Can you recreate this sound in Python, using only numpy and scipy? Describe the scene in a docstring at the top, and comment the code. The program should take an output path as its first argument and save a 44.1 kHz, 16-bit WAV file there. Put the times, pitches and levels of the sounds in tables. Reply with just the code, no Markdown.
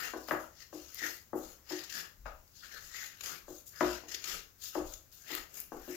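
"""A small knife shaves a light wooden blade in quick strokes: torn fibres ring the wood, edge and shaving.
The edge slips now and then, and single fibres snap.
The far tip of the blade knocks on the table top: a contact tick, damped modes, a deep ring and a thud.
A hard-walled kitchen answers with early echoes and a diffuse tail, built from sparse random taps.
Behind it lie a quiet hush and a low sway, both shaped noise; the right side is duller and more distant."""
import sys
import numpy as np
from scipy import signal
from scipy.fft import rfft, irfft
from scipy.io import wavfile
from scipy.ndimage import uniform_filter1d

SR = 44100
rng = np.random.default_rng(int(sys.argv[2]) if len(sys.argv) > 2 else 0)


def transcribe(u):
    """Save the signal u as a 16-bit wav file named by the first command-line argument.

    u: samples, shape (n,) or (channels, n), limited to [-1, 1]; the rate is SR.
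    q: integer samples, one column per channel.
    """
    v = np.clip(np.atleast_2d(u).T, -1, 1)
    q = np.round(v * 32767).astype(np.int16)
    wavfile.write(sys.argv[1], SR, q)


N = 262836

# All levels are set ahead of the mix; a rel_db is relative to the layer or level that it belongs to.
# One row per cut: start_s, rise_s, hold_s, press_db (edge pressure), bite_rel_db (into the wood),
# fizz_rel_db (curling shaving), rasp_db (wood resonance), wood_hz, edge_hz (resonances)
STROKES = [(0.0, 0.0013, .08, -44, 5.5, -4, 8.5, 1860, 5600),
           (0.15, .02, 0.12, -55, -18, -3.5, 14, 1500, 5370),
           (0.269, 0.012, 0.047, -53.5, 5, 4, -3, 1300, 5270),
           (0.367, 0.035, 0.028, -58, -3, 1, 21, 1300, 6300),
           (0.502, 0.11, 0.014, -51.5, -12, -12.5, 18.5, 1900, 5650),
           (0.712, 0.028, 0.18, -52.5, -4.5, -5, -16, 1680, 5830),
           (0.896, 0.063, 0.068, -47, -12, -7.5, 15.5, 2030, 5230),
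           (0.968, 0.069, 0.035, -44.5, 5, -3.5, 13.5, 1780, 5460),
           (1.041, 0.053, 0.057, -50, -18, 0, 11, 1970, 5030),
           (1.346, 0.018, 0.01, -65.5, -2, 15, 30, 1300, 6700),
           (1.379, 0.053, 0.088, -53.5, -5, -2, 7, 1350, 6850),
           (1.665, 0.042, 0.1, -44.5, -2.5, -8, 9.5, 1860, 5260),
           (1.858, .1, 0.04, -41.5, -1, -6, 12, 1710, 5300),
           (2.251, 0.008, 0.01, -59.5, 12, -9, 13, 1340, 5100),
           (2.506, 0.058, 0.076, -55.5, -17, -10, 13, 1600, 4630),
           (2.619, 0.015, 0.028, -51, -3, -7, 17.5, 1600, 4300),
           (2.679, 0.046, 0.048, -48.5, -3, -8, 17.5, 1750, 4070),
           (2.791, 0.032, 0.068, -50.5, -6, -6, 11, 1850, 6360),
           (2.873, 0.088, 0.11, -43, -10.5, -9, 22.5, 1924, 6700),
           (3.183, 0.09, 0.051, -43, 4, -2.5, -13, 1400, 5870),
           (3.453, 0.035, 0.1, -55.5, -15, 0, 13, 1330, 6700),
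           (3.658, 0.011, 0.0076, -56.5, -30, 6, 5, 1580, 6760),
           (3.693, 0.082, .03, -51, -5.5, -4.5, 17, 1720, 5300),
           (3.795, 0.014, 0.14, -42.5, 3, -7.5, 6, 1500, 5560),
           (4.04, 0.1, 0.013, -46, -1, -8, 6, 1870, 5250),
           (4.216, 0.066, 0.065, -39.5, 1.5, -5.5, -32, 1340, 5560),
           (4.591, 0.035, 0.051, -43.5, -13, -3, 2, 1720, 5470),
           (4.713, 0.037, 0.023, -50, 6.5, -1, -11, 1260, 6430),
           (4.803, 0.072, 0.074, -52, -15.5, -3, 14, 1330, 6760),
           (5.116, 0.011, 0.24, -57.5, -13, -1.5, 8, 1700, 5350),
           (5.253, 0.056, 0.066, -45, 6.5, -2.5, 8.5, 1900, 5800),
           (5.489, 0.081, 0.032, -53.5, 3.5, 3.5, -31, 1700, 5730),
           (5.546, 0.03, 0.0084, -73.5, -3, 25, 11, 1710, 6100),
           (5.7, 0.023, 0.13, -62, -3, 0.5, 17, 1300, 6100),
           (5.773, 0.14, .1, -50.5, -2.5, -1.5, 14.5, 1730, 5800)]
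RISE_DB, SAG_DB_PER_S, LIFT_DB_PER_S = 20, 19.5, 218  # a cut climbs, sags while held, dies as the edge lifts
# The edge catches and drags free: start_s, level_db, swell_ms
SLIPS = [(0.6207, -49, 4.2), (0.9838, -41.5, 4.1), (1.0632, -37.5, 1.7), (1.6934, -43.5, 6),
         (1.788, -42, 3.7), (1.8342, -40.5, 5.4), (1.8937, -43, 6.9), (1.9235, -39.5, 2.8),
         (2.477, -60, 1.8), (3.2078, -39.5, 2.4), (3.2333, -39, 5.1), (4.0816, -44, 9.4), (4.115, -39, 4.7),
         (4.143, -33.5, 3.1), (4.24, -34, 2.7), (4.2752, -40.5, 1.3), (4.295, -37, 2.4), (4.616, -52, 3),
         (4.746, -49, 3.3), (4.9365, -40.5, 2.1), (5.1153, -59, 3.9), (5.2809, -46, 1.8), (5.306, -54, 6),
         (5.335, -53, 4), (5.361, -46, 3.6), (5.5358, -54, 8.6)]
SLIP_BITE_DB, SLIP_FIZZ_DB = -8.5, -2.5  # relative to the bite and fizz of the stroke at that moment
# A single fibre snaps: start_s, level_db, fizz_rel_db, bite_rel_db
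SNAPS = [(0.2867, -35, -14, 6), (0.946, -33, 0, -35), (2.9556, -41, -23.5, -10), (3.2607, -34.5, 6, 1),
         (5.3521, -26, 3.5, -2.5), (5.603, -52, 27, -10)]
# Spectrum of torn fibres: freq_hz, rel_db (per Hz)
TEAR_SPECTRUM = [(88, -29), (150, 4), (235, -7), (361, -0.5), (1020, -6.5), (1310, 4), (1720, 0),
                 (2310, -1.5), (2980, 0.5), (3770, -1.5), (6770, -1.5), (8900, -25.5), (13700, -19),
                 (16000, -34.5)]
# Ring of knife and wood: freq_hz, width_hz, rel_db
BODY_RINGS = [(2800, 54, -1), (4430, 540, -3.5), (5036, 250, 2), (6930, 1570, 0.5), (13100, 280, -5),
              (14720, 187, 13)]
# Blade tip on the table: start_s, level_db, contact_ms, deep_rel_db, tick_rel_db, thud_db
KNOCKS = [(0.136, -30, 0.62, -4, 5, -61.5), (0.2841, -30, 0.33, -27, 3.5, -52.5),
          (0.3099, -20.5, 0.27, -4.5, 6, -59), (0.728, -27, 1.55, -6, -6, -82),
          (1.02, -47.5, 0.72, 7, 12.5, -70), (1.3316, -20, 1.13, -6.5, -6, -59),
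          (1.586, -62, 0.16, -34, 5, -83), (1.707, -28.5, 0.96, 0.5, -14, -78),
          (2.257, -31.5, 0.64, -41, -5.5, -60), (3.481, -30, 1.5, -6.5, -3, -85),
          (3.8078, -17, 0.3, -4, 6.5, -46), (4.036, -53, 0.42, 3, 17.5, -65),
          (4.753, -17, 1.13, -7.5, -7, -47.5), (4.802, -27, 1.4, -10.5, -15, -86),
          (5.303, -39.5, 1.1, 5, 0, -61), (5.7199, -32.5, 0.79, -5.5, 6.5, -68),
          (5.877, -28.5, 1.45, -2.5, -13, -67.5)]
# Well damped modes of blade and table top: freq_hz, rel_db, t60_s
TABLE_MODES = [(218.5, -1, 0.019), (505, -4.5, 0.034), (623, 1.5, 0.032), (759, 1.5, 0.026),
               (953, 1, 0.032), (1017, 4.5, 0.019), (1232, 10.5, 0.0094), (1463, -8.5, 0.13),
               (1626, 7.5, 0.016), (2006, -5, 0.026), (2730, -35, .03)]
# Close modes that beat, the deep ring: freq_hz, rel_db, t60_s
DEEP_MODES = [(312, 0, .22), (361, -2, .22), (270, -9, .15), (335, -13, .15), (405, -13, .15),
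              (130, -21, .2)]
DEEP_DETUNE, DEEP_SWELL_S = .015, .022  # relative spread of pitch from blow to blow; build-up time
# Whole table rocks on its legs: pitch_hz, peak_s (time to the peak)
THUD = (59, .085)
# First echoes off table, wall and ceiling: delay_ms, left_db, right_db
ECHOES = [(3.21, -12, -47), (7.01, -7.5, -6.5), (11.5, -33, -2), (16.11, -42.5, -16), (24.13, -15, -15.5)]
# Decay of the room tail: freq_hz, t60_s
ROOM_DECAY = [(150, 0.31), (500, 0.4), (1400, 0.27), (4000, 0.27), (9000, 0.2), (16000, 0.22)]
# Left-right likeness of room and hush: freq_hz, likeness (0 to 1)
LIKENESS = [(40, 0.62), (150, 0.63), (330, 1), (700, 0.19), (2000, 0.042), (8000, 0.024)]
# Spectrum of the quiet room hush: freq_hz, rel_db (per Hz)
HUSH_SPECTRUM = [(18, -46), (30, -5.5), (68, 4), (280, -12), (721, -16.5), (822, -18), (1540, -15.5),
                 (3140, -23.5), (6720, -14), (7670, -17.5), (8520, -39), (12300, -17.5), (16000, -13)]
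HUSH_DB = -61
# Peaks of the low sway as the table shakes: peak_s, level_db
SHAKES = [(0.09, -67), (0.42, -66), (1.46, -56), (2.26, -46.5), (2.85, -60), (3.49, -59), (3.92, -74.5),
          (4.35, -53.5), (4.85, -48), (5.36, -58), (5.78, -53)]
SHAKE_RISE_DB_PER_S, SHAKE_FALL_DB_PER_S, SHAKE_REST_DB = 222, 150., -79
# Tone of the left over the right microphone: freq_hz, rel_db
SHADE = [(60, 5.5), (250, 6.5), (700, 9.5), (1500, 7.5), (3000, 8.5), (5500, 10.5), (7500, 14),
         (9000, -3.5), (11000, -0.5), (13000, 0.5), (16000, 15)]
TOP_LIMIT_HZ = 15950


def knife():
    """Fibre breaks, slips and snaps ring the wood (low), the steel edge (middle) and the shaving (top)."""
    gains, (bite_db, fizz_db, rasp_db, wood_hz, edge_hz) = strokes()
    breaks = fibres(per_s=14000., spread_db=2.0, clump_db=1.5)
    # coarser tearing shakes the wood
    grit = 0.57 * breaks + 0.46 * fibres(per_s=2500., spread_db=3.0, clump_db=3.0)
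    drive = np.array([grit, breaks, breaks]) * gains
    add_slips_and_snaps(drive, bite_db, fizz_db)

    hz = np.fft.rfftfreq(N, 1 / SR)
    ringing = sum(gain_of(db) / (1 + 2j * (hz - f) / width) for f, width, db in BODY_RINGS)
    body = gain_of(read(TEAR_SPECTRUM, hz)) * (1 + ringing)
    low = 1 / (1 + (hz / 3010.0) ** 8)
    high = 1 / (1 + (10730.0 / (hz + 1)) ** 12)
    shares = body * np.sqrt([low, (1 - low) * (1 - high), high])
    filters = [evened(abs(share)) * np.exp(1j * np.angle(body)) for share in shares]
    wood, edge, shaving = irfft(rfft(drive) * filters, N)

    wood = band(wood, 191.0, 18500.0)  # a thin blade gives no bass
    wood = 0.62 * (wood + gain_of(rasp_db) * resonate(wood, wood_hz, 200.0))
    edge = 0.48 * (edge + 1.05 * resonate(edge, edge_hz, 880.0))
    return patchy_pair(wood + edge + shaving, patchy_db=2.5, turns=0.66)


def strokes():
    """Gains of wood, edge and shaving; the colour leans towards whichever cut presses hardest."""
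    start, rise, hold, press_db, bite_db, fizz_db, *tone = np.transpose(STROKES)[:, :, None]
    coarse = np.arange(0, N / SR + .002, .002)
    t = np.arange(N) / SR
    since = coarse - start - rise  # seconds since the top of the rise
    climb_db = RISE_DB * since / np.maximum(rise, .002)
    sag_db = -SAG_DB_PER_S * np.minimum(since, hold)
    lift_db = -LIFT_DB_PER_S * np.maximum(since - hold, 0)
    shape_db = np.where(since < 0, climb_db, sag_db + lift_db)
    power = gain_of(2 * np.maximum(press_db + shape_db, -150))
    gains = [np.sqrt((power * gain_of(2 * db)).sum(0)) for db in (bite_db, 0, fizz_db)]
    colours = [(power * c).sum(0) / power.sum(0) for c in [bite_db, fizz_db] + tone]
    return [np.interp(t, coarse, g) for g in gains], [np.interp(t, coarse, c) for c in colours]


def fibres(per_s, spread_db, clump_db):
    """Tiny breaks of uneven size that come in clumps of a few milliseconds."""
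    size = gain_of(spread_db * np.minimum(rng.exponential(1, N), 5))
    size = size * (rng.random(N) < per_s / SR)
    clumps = evened(uniform_filter1d(uniform_filter1d(rng.standard_normal(N), 250), 250))
    return evened(size * rng.choice([-1., 1.], N) * gain_of(clump_db * clumps))


def add_slips_and_snaps(drive, bite_db, fizz_db):
    """A slip is a swelling noise burst, a snap a far shorter one; both drive wood, edge and shaving."""
    ms = np.arange(1500) / SR * 1000
    bursts = []
    for at, db, swell_ms in SLIPS:
        i = round(at * SR)
        burst = ms / swell_ms * np.exp(1 - ms / swell_ms) * rng.standard_normal(len(ms))
        bursts.append((at, db, fizz_db[i] + SLIP_FIZZ_DB, bite_db[i] + SLIP_BITE_DB, burst))
    for row in SNAPS:
        bursts.append((*row, 2.0 * np.exp(-ms / 0.17) * rng.choice([-1., 1.], len(ms))))
    for at, db, fizz, bite, burst in bursts:
        for part, rel_db in zip(drive, (bite, 0, fizz)):
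            add(part, at, gain_of(db + rel_db) * burst)


def patchy_pair(x, patchy_db, turns):
    """Colour shifts in random patches of pitch and time; random phase makes the right unlike the left."""
    z = signal.stft(x, nperseg=256, noverlap=192)[2]
    chance = rng.standard_normal((2,) + z.shape)
    smooth = uniform_filter1d(uniform_filter1d(chance, 4, 1), 30, 2)  # across pitch, then time
    patches, scatter = (evened(p) for p in smooth)
    left = z * gain_of(patchy_db * patches)
    right = left * np.exp(2j * np.pi * turns * scatter)
    return signal.istft([left, right], nperseg=256, noverlap=192)[1][:, :N]


def knocks():
    """A rounded push, duller the longer the contact, strikes damped wood; deep ring and thud swell after it."""
    out, low = np.zeros(N), np.zeros(N)
    t = np.arange(SR // 2) / SR
    thud_hz, thud_peak_s = THUD
    deep_swell = 1 - np.exp(-(t / DEEP_SWELL_S) ** 2)
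    thud_swell = (t / thud_peak_s * np.exp(1 - t / thud_peak_s)) ** 3
    for at, db, contact_ms, deep_db, tick_db, thud_db in KNOCKS:
        u = t[:400] * 6000 / max(contact_ms, .1)
        push = u ** 2 * np.exp(-u)
        dent = np.convolve(push, push)  # the contact itself is heard, rounder than the push
        top = 0.56 * rings(TABLE_MODES, t, scatter_db=2.5)
        add(out, at, gain_of(db) * signal.oaconvolve(top, push / push.sum()))
        add(out, at, -gain_of(db + tick_db) * dent / dent.max())
        # the pitch of the deep ring varies a little at random from blow to blow
        deep = rings(DEEP_MODES, t * rng.normal(1, DEEP_DETUNE), scatter_db=3.5)
        add(low, at, gain_of(db + deep_db) * deep_swell * deep)
        add(low, at, gain_of(thud_db) * thud_swell * np.sin(2 * np.pi * thud_hz * t))
    return band(out, 223.0, 5500.0), low  # the thin blade radiates no bass


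def rings(modes, t, scatter_db):
    """Dying modes of alternate sign; each one's share varies at random from blow to blow."""
    total = 0
    for k, (hz, db, t60) in enumerate(modes):
        level_db = db + scatter_db * rng.standard_normal() - 60 * t / t60
        total = total + (-1) ** k * gain_of(level_db) * np.sin(2 * np.pi * hz * t)
    return total


def room(x):
    """A few first echoes, then sparse ones of random sign, each band dying at its own speed."""
    taps = np.zeros((2, SR))
    slots = np.arange(130, SR - 20, 20)
    at = slots + rng.integers(0, 20, (2, len(slots)))
    np.put_along_axis(taps, at, rng.choice([-1., 1.], at.shape), 1)
    hz, t, z = signal.stft(taps, SR, nperseg=256)
    decay = gain_of(-60 * t / read(ROOM_DECAY, hz)[:, None])
    tail = pair(*signal.istft(z * decay, SR, nperseg=256)[1])
    tail *= 1 - np.exp(-np.arange(tail.shape[1]) / SR / 0.024)  # the diffuse sound takes time to gather
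    tail /= np.linalg.norm(tail[0])
    for ms, *db in ECHOES:
        tail[:, round(ms * SR / 1000)] += gain_of(db)
    return signal.fftconvolve(x, tail, axes=1)[:, :N]


def pair(a, b):
    """Left and right from two unrelated signals, most alike in the low bands."""
    n = a.shape[-1]
    same = np.clip(read(LIKENESS, np.fft.rfftfreq(n, 1 / SR)), -1, 1)
    right = irfft(same * rfft(a) + np.sqrt(1 - same ** 2) * rfft(b), n)
    return np.array([a, right])


def background():
    """Quiet room hush, and a slow sway at the bottom that swells with each shake."""
    hush = gain_of(HUSH_DB) * evened(colour(pair(*rng.standard_normal((2, N))), HUSH_SPECTRUM))
    t = np.arange(N) / SR
    level_db = np.full(N, SHAKE_REST_DB)
    for at, db in SHAKES:
        slope_db = np.minimum(SHAKE_RISE_DB_PER_S * (t - at), SHAKE_FALL_DB_PER_S * (at - t))
        level_db = np.maximum(level_db, db + slope_db)
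    sway = gain_of(level_db) * evened(band(rng.standard_normal(N), 16.0, 50.0))
    return hush + sway


def gain_of(db):
    """Decibels to amplitude."""
    return 10 ** (np.asarray(db) / 20)


def evened(x):
    """Scales to rms 1."""
    return x / np.sqrt(np.mean(x ** 2) + 1e-20)


def read(points, hz):
    """Value of a spectrum table on a log-frequency axis."""
    f, value = np.transpose(points)
    return np.interp(np.log(hz + 1), np.log(f + 1), value)


def colour(x, points):
    """Filters by a dB spectrum."""
    return irfft(rfft(x) * gain_of(read(points, np.fft.rfftfreq(N, 1 / SR))), N)


def band(x, lo_hz, hi_hz):
    """Band-pass."""
    edges = [lo_hz, min(hi_hz, SR / 2.2)]
    return signal.sosfilt(signal.butter(3, edges, "bandpass", fs=SR, output="sos"), x)


def resonate(x, hz, width):
    """Shifts the curve hz down to zero, smooths, and shifts back: a resonance of gain 1."""
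    turn = np.exp(2j * np.pi * np.cumsum(hz * np.ones(len(x))) / SR)
    r = np.exp(-np.pi * width / SR)
    return 2 * (turn * signal.lfilter([1 - r], [1, -r], x / turn + 1e-18)).real


def add(mix, s, sound):
    """Mixes a sound in at time s."""
    part = mix[round(s * SR):][:len(sound)]
    part += sound[:len(part)]


def scene():
    """The right microphone faces away: it hears less straight sound and more room."""
    cut = knife()
    knock, deep = knocks()
    straight = (cut + gain_of(-1.54) * knock) * gain_of([[0.], [-5.]])
    send = gain_of(-8.5) * cut + gain_of(-3.5) * knock + gain_of(-17.0) * deep
    wet = room(send) * gain_of([[0.], [1.5]])
    return straight + wet + deep + background()


def record(dry):
    """The right microphone is shaded, which recolours it; then a steep low-pass limits both."""
    left = gain_of(1.5) * dry[0]
    right = gain_of(2.0) * colour(dry[1], [(hz, -db) for hz, db in SHADE])
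    lowpass = signal.firwin(511, TOP_LIMIT_HZ, window=("kaiser", 9), fs=SR)
    return signal.oaconvolve(np.array([left, right]), lowpass[None], "same")


dry = scene()
out = record(dry)
transcribe(out)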